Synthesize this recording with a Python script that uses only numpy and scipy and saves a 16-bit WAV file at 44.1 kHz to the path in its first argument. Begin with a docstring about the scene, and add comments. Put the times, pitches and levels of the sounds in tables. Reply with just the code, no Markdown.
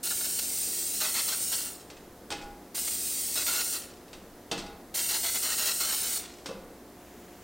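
"""Cooking oil is sprayed from an aerosol can onto three rice balls, one after another, in a small kitchen.
At each press gas noise hisses and rings the nozzle; a lower rush joins as the jet sweeps a ball or finger.
As the valve closes, oil sputters out. Each ball drops onto the loose air-fryer tray: struck modes ring, noise
bursts thud and rattle, the counter rumbles. The tray ticks lightly before a drop or as it rocks back.
After the third drop a faint hiss swells. Throughout, wavering sines hum over steady room noise."""
import sys
import numpy as np
from scipy import signal
from scipy.fft import rfft, irfft, next_fast_len
from scipy.io import wavfile

SR = 44100
rng = np.random.default_rng(int(sys.argv[2]) if len(sys.argv) > 2 else 0)


def wrap_up_sound(samples):
    """Save the sound to the file named by the first command line argument, as 16-bit audio."""
    columns = np.atleast_2d(samples).T
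    # keep every value between -1 and 1, then stretch to whole-number steps
    tamed = np.clip(columns, -1, 1)
    steps = np.round(tamed * 32767).astype(np.int16)
    wavfile.write(sys.argv[1], SR, steps)


N = 327663
TIME = np.arange(N) / SR  # [s]
FREQS = np.maximum(np.arange(N // 2 + 1) * SR / N, 1)  # [Hz]

# Every spectrum below gives relative density; noise() scales the result to unit rms.
# Spray levels are set before the gain of the whole spray in scene().

# Presses of the valve, levels before the gain in free_jet():
# (start [s], finger eases off [s], time to close by 20 dB [s], level [dB])
VALVE_PRESSES = [(0.028, 1.58, 0.2, -33), (2.746, 3.726, 0.1264, -33.5), (4.943, 6.159, 0.0739, -33.0)]
CLOSING_CURVE = 1.32  # exponent: the valve closes slowly at first, then faster
# Spectrum of the free jet: (frequency [Hz], density [dB per Hz])
JET_SPECTRUM = [(300, -16.5), (1200, -21), (2000, -11.5), (3400, -9), (4300, -4.5), (5100, -2.5),
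                (6400, 0.5), (7500, 3.5), (9300, 3), (10300, -1), (11300, -4), (12600, -1), (14200, 2),
                (16000, 2)]
# Slow wander of the nozzle resonance, one curve per press: (time [s], frequency [Hz])
NOZZLE_PITCH = [
    [(0.05, 8970), (0.914, 8710), (1.55, 8980), (1.58, 8670)],
    [(2.82, 8840), (3.656, 8820), (3.74, 9060)],
    [(5.0, 8780), (5.124, 9040), (5.592, 8600), (6.15, 8910)],
]
# The jet sweeps onto the ball or a finger: (start [s], length [s], initial rush level [dB])
JET_SWEEPS = [(0.031, 0.046, -39), (0.1, 0.026, -34), (0.204, 0.01, -35.5), (0.24, 0.02, -38.5),
              (0.385, 0.0098, -33), (1.001, 0.1, -32), (1.137, 0.075, -32), (1.277, 0.071, -34),
              (1.517, 0.037, -35), (2.744, 0.047, -38.5), (2.869, 0.017, -37), (3.352, 0.079, -33),
              (3.461, 0.056, -31.5), (3.524, 0.1, -32.5), (3.735, 0.04, -39), (4.94, 0.02, -35),
              (4.969, 0.045, -34), (5.029, 0.037, -40.5), (5.086, 0.086, -33), (5.227, 0.073, -34),
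              (5.338, 0.037, -35), (5.422, 0.12, -33), (5.574, 0.076, -33), (5.653, 0.067, -30),
              (5.8, 0.113, -32.5), (5.919, 0.028, -30.5), (5.958, 0.22, -38)]
SWEEP_SAG_DB_PER_S = 23.5  # the rush eases as the jet slides on over the round ball
EDGE_DB, EDGE_S = 0.5, 0.037  # leading-edge hiss: level relative to the rush, decay time
# Spectrum of the deflected jet's rush: (frequency [Hz], density [dB per Hz])
RUSH_SPECTRUM = [(150, -23), (400, 0), (700, -5.5), (1000, 1), (1450, -9.5), (2400, -1), (3300, -0.5),
                 (4300, 6.5), (5100, 0), (7200, 3.5), (9000, -40), (11000, -8), (16000, -2.5)]
# Spectrum of the hiss at the leading edge: (frequency [Hz], density [dB per Hz])
EDGE_SPECTRUM = [(3000, -31), (5500, -4), (7400, 4), (9000, 7), (11000, -2), (13000, 7.5), (15000, 7),
                 (16000, -12)]
# Colour of basket and cupped hand on the spray: (frequency [Hz], width [Hz], boost [dB])
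HOLLOW_RESONANCES = [(650, 17.6, 14.5), (1523, 80, 8), (1962, 305, 4.5), (2850, 160, 6.5), (3194, 250, 3.5),
                     (4300, 600, 4.5), (5455, 620, 2.5), (7410, 160, 1.5)]
# Main resonance of the gap between nozzle, ball and palm; share by which it wanders
CUP_HZ, CUP_WANDER = 1456, 0.1
# Spectrum of the last oil leaving the nozzle: (frequency [Hz], density [dB per Hz])
SPUTTER_SPECTRUM = [(200, -15), (700, -6), (2000, -1), (4500, 1.5), (8000, -1), (11000, -15), (16000, -20)]
SPUTTER_DB, SPUTTER_S = -43, 0.1  # initial level and decay time

# A ball lands on the tray, levels before the gains in tray(): (time [s], rattle [dB],
# loss per chatter [dB], thud [dB], delay of the thud [s], rattle of the tray rocking back [dB],
# delay of the rocking back [s], spot [0-2])
BALL_LANDINGS = [(2.304, -32.5, 0.7, -35, 0.013, -46.5, 0.11, 0),
                 (4.514, -28, 8, -34, 0.007, -35.5, 0.064, 1), (6.459, -34, 7, -37.5, 0.031, -56, 0.046, 2)]
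# Light ticks of the tray, before a drop or as it rocks back: (time [s], rattle [dB], spot [0-2])
TRAY_TICKS = [(1.901, -43.5, 0), (1.968, -51, 0), (4.08, -54.5, 1), (4.131, -42, 1), (4.663, -46.5, 1),
              (6.386, -53, 2)]
# Modes of tray and basket: (frequency [Hz], t60 [s], relative level when struck at spot 0 [dB],
# at spot 1 [dB], at spot 2 [dB])
TRAY_MODES = [(202, 0.15, -4, 3.5, 3), (304, 0.15, -5, 0, -10), (336, 0.13, -3, 2, -5),
              (473, 0.18, -10, 1.5, 3), (529, .18, -10, -5, 6.5), (669, 0.12, -4, 1, -13),
              (819, 0.33, 1.5, 0, -13), (1162, .14, -12, -23, -3), (1295, 0.27, -16, -5, -13),
              (1453, 0.41, -6.5, -4, -11), (2050, 0.29, -5, -8.5, -15.5), (2550, 0.18, 2, -7, -20),
              (2624, 0.13, 1.5, 4, -3), (3200, 0.16, -1, -6, -18), (3760, 0.22, -11, -1.5, -21),
              (4280, 0.2, -11, -4, -21), (4730, 0.07, -12, 5, -17)]
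# Spectrum of the soft rice flattening: (frequency [Hz], density [dB per Hz])
SQUASH_SPECTRUM = [(60, -34), (180, -6), (300, -2.5), (500, 9), (800, -5.5), (1300, -5), (3000, -53)]
# Spectrum of the tray's rattle: (frequency [Hz], density [dB per Hz])
RATTLE_SPECTRUM = [(100, -8.5), (300, 2), (700, -1), (1100, 0), (1800, -2.5), (2700, -1), (4000, 0.5),
                   (5400, 0.5), (6800, -5.5), (8800, -5.5), (10500, -18.5), (16000, -22)]
TOUCH_THUD_DB, TICK_THUD_DB = -15, -9  # thud of a light contact and of a tick, relative to its rattle
SOFT_RATTLE_DB = -16  # rattle under the soft thud, relative to the thud
CHATTER_GAP_S, ROCK_LOSS_DB = 0.0093, 3.5  # gap between chatters; loss per chatter on rocking back
SETTLE_S, SETTLE_DB = 0.018, -6  # the ball slumps once more after its thud
UNEVEN_S = 0.0012  # spread in the timing of the chatter and the slump
# The counter shakes after each landing or tick, following a share of its rattle dB
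SHAKE_DB, SHAKE_FOLLOWS, SHAKE_LAG_S, SHAKE_S = -39.5, 0.46, 0.0097, 0.22
# Spectrum of the counter's rumble: (frequency [Hz], density [dB per Hz])
RUMBLE_SPECTRUM = [(8, -12), (18, -3), (32, 0), (50, -15), (120, -19), (400, -58)]

# Spectrum of the faint hiss at the end: (frequency [Hz], density [dB per Hz])
LATE_HISS_SPECTRUM = [(800, -18), (1400, -2), (2000, -1), (3000, -4.5), (4500, -14), (7000, -5),
                      (10000, -18), (16000, -7)]
# Reverberation of the kitchen: (frequency [Hz], t60 [s])
KITCHEN_T60 = [(150, 1), (1000, 0.75), (2800, 0.49), (7300, 0.31), (15000, 0.27)]
# Spectrum of the steady room noise: (frequency [Hz], density [dB per Hz])
ROOM_NOISE_SPECTRUM = [(20, -16), (45, -12), (65, -9), (105, -6), (150, -10.5), (230, 0), (320, -4),
                       (420, -3), (700, -9.5), (1450, -17), (1850, -18), (2560, -24.5), (5000, -25),
                       (15500, -29.5)]
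ROOM_NOISE_DB = -50.66
# Lines of the appliance hum: (frequency [Hz], rms level around which it wavers [dB])
HUM_LINES = [(58.5, -64), (178, -66), (296, -64), (355.5, -61), (715, -64.5)]
# Spectrum of the faint noise that differs between channels: (frequency [Hz], density [dB per Hz])
CHANNEL_NOISE_SPECTRUM = [(20, 3), (150, -7.5), (400, -10), (1500, -15.5), (5000, -13.5), (16000, -8)]
CUTOFF_HZ = 15850


def from_db(db):
    """Decibels to gain."""
    return 10 ** (np.asarray(db) / 20)


def rms_one(x):
    """Scale to unit rms."""
    return x / np.sqrt(np.mean(x ** 2) + 1e-20)


def at_hz(points, hz):
    """Read a table on a log-frequency axis."""
    known_hz, values = np.transpose(points)
    return np.interp(np.log(hz), np.log(known_hz), values)


def noise(spectrum, resonances=()):
    """Unit noise with a broad spectrum and resonant bumps on it."""
    db = at_hz(spectrum, FREQS)
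    for hz, width, boost_db in resonances:
        db = db + boost_db / (1 + (2 * (FREQS - hz) / width) ** 2)
    size = next_fast_len(N, True)
    bin_hz = np.arange(size // 2 + 1) * SR / size
    gain = np.interp(bin_hz, FREQS, from_db(db))
    white = rfft(rng.standard_normal(size))
    return rms_one(irfft(white * gain, size)[:N])


def drift(rate):
    """Smooth random wander of spread 1 that changes about rate times a second."""
    step = 40  # drawn at a low rate, then interpolated
    r = np.exp(-2 * np.pi * rate * step / SR)
    draws = rng.standard_normal(N // step + 2002)
    slow = signal.lfilter([1], [1, -2 * r, r * r], draws)[2000:]  # drop the filter's start-up
    return np.interp(np.arange(N) / step, np.arange(len(slow)), rms_one(slow))


def die_away(x, seconds):
    """One-pole smoothing with the given time constant."""
    r = np.exp(-1 / (seconds * SR))
    return signal.lfilter([1 - r], [1, -r], x + 1e-18)


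def ring(clicks, hz, t60):
    """A unit click sets a decaying sine of height 1 ringing."""
    r = 10 ** (-3 / (t60 * SR))
    w = 2 * np.pi * hz / SR
    return signal.lfilter([0, np.sin(w)], [1, -2 * r * np.cos(w), r * r], clicks + 1e-18)


def moving_resonance(centre_hz, width_hz):
    """Turbulence ringing in a resonance whose centre moves."""
    lowpass = signal.butter(2, width_hz / 2, fs=SR, output="sos")
    band = signal.sosfilt(lowpass, rng.standard_normal((2, N)))
    phase = 2 * np.pi * np.cumsum(centre_hz) / SR
    return rms_one(band[0] * np.cos(phase) + band[1] * np.sin(phase))


def bursts(at, db, decay_s):
    """Envelope of blows that start at once and die away; their energies add."""
    energy = np.zeros(N)
    np.add.at(energy, at, from_db(db) ** 2)
    energy_decay_s = decay_s / 2  # energy falls twice as fast as amplitude
    return np.sqrt(die_away(energy, energy_decay_s) * energy_decay_s * SR)


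def valve():
    """Gas flow: it starts at once, holds while the finger presses and fades as the valve closes."""
    flow = np.zeros(N)
    for start, release, closing_s, db in VALVE_PRESSES:
        closing = np.maximum(TIME - release, 0) / closing_s
        flow += (TIME >= start) * from_db(db - 20 * closing ** CLOSING_CURVE)
    return flow


def free_jet(level_db=1.8, nozzle_db=-7.0, width_hz=700, wander_hz=230, flutter_db=0.6, opening_s=0.0049):
    """The valve snaps open and closes slowly; the gas hisses and rings the nozzle."""
    nozzle_hz = np.interp(TIME, *np.vstack(NOZZLE_PITCH).T) + wander_hz * drift(12)
    nozzle = moving_resonance(nozzle_hz, width_hz)
    hiss = rms_one(noise(JET_SPECTRUM, HOLLOW_RESONANCES) + from_db(nozzle_db) * nozzle)
    # oil in the gas makes the flow uneven
    flutter = from_db(level_db + flutter_db * drift(27))
    return die_away(valve(), opening_s) * flutter * hiss


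def cupped_hand(swell_db=3, wander=0.04):
    """The hollows around the ball swell and shift in pitch irregularly, each on its own."""
    hollows = np.zeros(N)
    for hz, width, db in HOLLOW_RESONANCES:
        swell = from_db(db + swell_db * np.tanh(drift(17)))
        tone = moving_resonance(hz * (1 + wander * drift(5)), width)
        hollows += swell * np.sqrt(width) * tone
    return rms_one(hollows)


def deflected_jet(rise_s=0.0049, flutter_db=1.56, spit_db=-0.1, hollow_db=-4, cup_db=-15, cup_width_hz=420):
    """An obstacle in the jet adds a lower rush and, at its leading edge, more hiss."""
    rush, edge = np.zeros((2, N))
    for start, length, db in JET_SWEEPS:
        span = slice(int(start * SR), int((start + length) * SR))
        age = TIME[span] - start
        rush[span] = from_db(db - SWEEP_SAG_DB_PER_S * age)
        edge[span] = from_db(db + EDGE_DB) * np.exp(-age / EDGE_S)
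    cup = moving_resonance(CUP_HZ * (1 + CUP_WANDER * drift(3)), cup_width_hz)
    turbulence = noise(RUSH_SPECTRUM) + from_db(hollow_db) * cupped_hand() + from_db(cup_db) * cup
    # droplets spatter on the rice and roughen the rush
    turbulence = rms_one(turbulence * from_db(spit_db * drift(290)))
    sound = die_away(rush, rise_s) * turbulence
    sound += die_away(edge, rise_s) * noise(EDGE_SPECTRUM)
    return sound * from_db(flutter_db * drift(37))


def sputter(rough_db=4.0):
    """The last oil leaves the nozzle as a weak, uneven rush."""
    release = (np.array(VALVE_PRESSES)[:, 1] * SR).astype(int)
    roughness = from_db(rough_db * drift(56))
    return bursts(release, SPUTTER_DB, SPUTTER_S) * noise(SPUTTER_SPECTRUM) * roughness


def near_echoes(x):
    """Hand, basket wall and counter reflect the spray over paths whose lengths sway slightly."""
    gain, sway_s = from_db(-10.5), 0.00009
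    delays_s = (0.0008, 0.0014, 0.0023, 0.0037)
    echoes = sum(np.interp(TIME - delay_s - sway_s * drift(1.88), TIME, x, left=0) for delay_s in delays_s)
    return (x + gain * echoes) / np.sqrt(1 + len(delays_s) * gain ** 2)


def contacts():
    """A landing chatters, thuds, slumps and rocks back; a tick is single: (s, thud dB, rattle dB, spot)."""
    rows = [(s, rattle + TICK_THUD_DB, rattle, spot) for s, rattle, spot in TRAY_TICKS]
    for s, rattle, loss, thud, thud_s, rock, rock_s, spot in BALL_LANDINGS:
        # the loose tray chatters three times after the blow, and again as it rocks back
        for k in range(3):
            for start, db in ((s, rattle - k * loss), (s + rock_s, rock - k * ROCK_LOSS_DB)):
                chatter_s = start + k * (CHATTER_GAP_S + UNEVEN_S * rng.standard_normal())
                rows.append((chatter_s, db + TOUCH_THUD_DB, db, spot))
        # soft thud, then the slump
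        for k in range(2):
            db = thud + k * SETTLE_DB
            slump_s = s + thud_s + k * (SETTLE_S + UNEVEN_S * rng.standard_normal())
            rows.append((slump_s, db, db + SOFT_RATTLE_DB, spot))
    return rows


def tray(ring_db=-6, rattle_s=0.014, squash_db=-2, squash_s=0.014, spread_db=0.3):
    """A soft ball flattens with a thud and rings the tray's modes while the loose tray chatters in the basket."""
    s, thud, rattle, spot = np.transpose(contacts())
    at = (s * SR).astype(int)
    spot = np.clip(np.round(spot), 0, 2).astype(int)
    spread = spread_db * rng.standard_normal((len(s), len(TRAY_MODES)))
    strengths = from_db(thud[:, None] + spread)
    out = np.zeros(N)
    for k, (hz, t60, *spot_db) in enumerate(TRAY_MODES):
        mode_gain = from_db(np.array(spot_db)[spot] + ring_db) * (-1) ** k  # alternate polarity
        clicks = np.zeros(N)
        np.add.at(clicks, at, strengths[:, k] * mode_gain)
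        out += ring(clicks, hz, t60)
    out += bursts(at, thud + squash_db, squash_s) * noise(SQUASH_SPECTRUM)
    return out + bursts(at, rattle, rattle_s) * noise(RATTLE_SPECTRUM)


def counter(settle_s=0.023):
    """Each landing and tick pushes on the basket and shakes the counter into a deep rumble."""
    push = np.zeros(N)
    for s, db, *_ in BALL_LANDINGS + TRAY_TICKS:
        start = s + SHAKE_LAG_S
        shaking = (TIME > start) * (TIME < start + SHAKE_S)
        push += from_db(SHAKE_DB + SHAKE_FOLLOWS * db) ** 2 * shaking  # energies add
    return die_away(np.sqrt(push), settle_s) * noise(RUMBLE_SPECTRUM)


def late_hiss(start_s=6.94, rise_s=0.044, level_db=-59):
    """A faint hiss swells and stays."""
    return from_db(level_db) * die_away(TIME > start_s, rise_s) * noise(LATE_HISS_SPECTRUM)


def kitchen(x, build_s=0.013):
    """Diffuse reflections build up and die away, each frequency band at its own rate."""
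    t = TIME[:SR]
    edges = np.geomspace(100, 17000, 9)
    tail = 0
    for low, high in zip(edges, edges[1:]):
        bandpass = signal.butter(2, [low, high], "band", fs=SR, output="sos")
        band = signal.sosfilt(bandpass, rng.standard_normal(SR))
        t60 = at_hz(KITCHEN_T60, np.sqrt(low * high))
        tail = tail + band * 10 ** (-3 * t / t60)
    tail = tail * (1 - np.exp(-t / build_s))
    return signal.fftconvolve(x, tail / np.sqrt(np.sum(tail ** 2)))[:N]


def background(waver_db=1.5):
    """Steady room noise and the hum of an appliance, its lines wavering in level and phase."""
    hum = np.zeros(N)
    for hz, db in HUM_LINES:
        level = np.sqrt(2) * from_db(db + waver_db * drift(1.9))
        hum += level * np.sin(2 * np.pi * hz * TIME + 0.5 * drift(1.75))
    return from_db(ROOM_NOISE_DB) * noise(ROOM_NOISE_SPECTRUM) + hum


def scene(spray_db=1.56, spray_room_db=-13, tray_room_db=-7, side_db=-39, channel_noise_db=-60):
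    """Everything sits in the middle; faint differences between the two channels give slight width."""
    spray = from_db(spray_db) * near_echoes(free_jet() + deflected_jet() + sputter())
    drops = tray()
    room = kitchen(from_db(spray_room_db) * spray + from_db(tray_room_db) * drops)
    mid = spray + drops + room + counter() + background() + late_hiss()
    side = from_db(side_db) * kitchen(mid)
    channel_noise = np.array([noise(CHANNEL_NOISE_SPECTRUM), noise(CHANNEL_NOISE_SPECTRUM)])
    return np.array([mid + side, mid - side]) + from_db(channel_noise_db) * channel_noise


def record(dry):
    """The top is cut steeply."""
    lowpass = signal.ellip(14, 0.1, 90, CUTOFF_HZ, fs=SR, output="sos")
    return signal.sosfilt(lowpass, dry)


dry = scene()
out = record(dry)
wrap_up_sound(out)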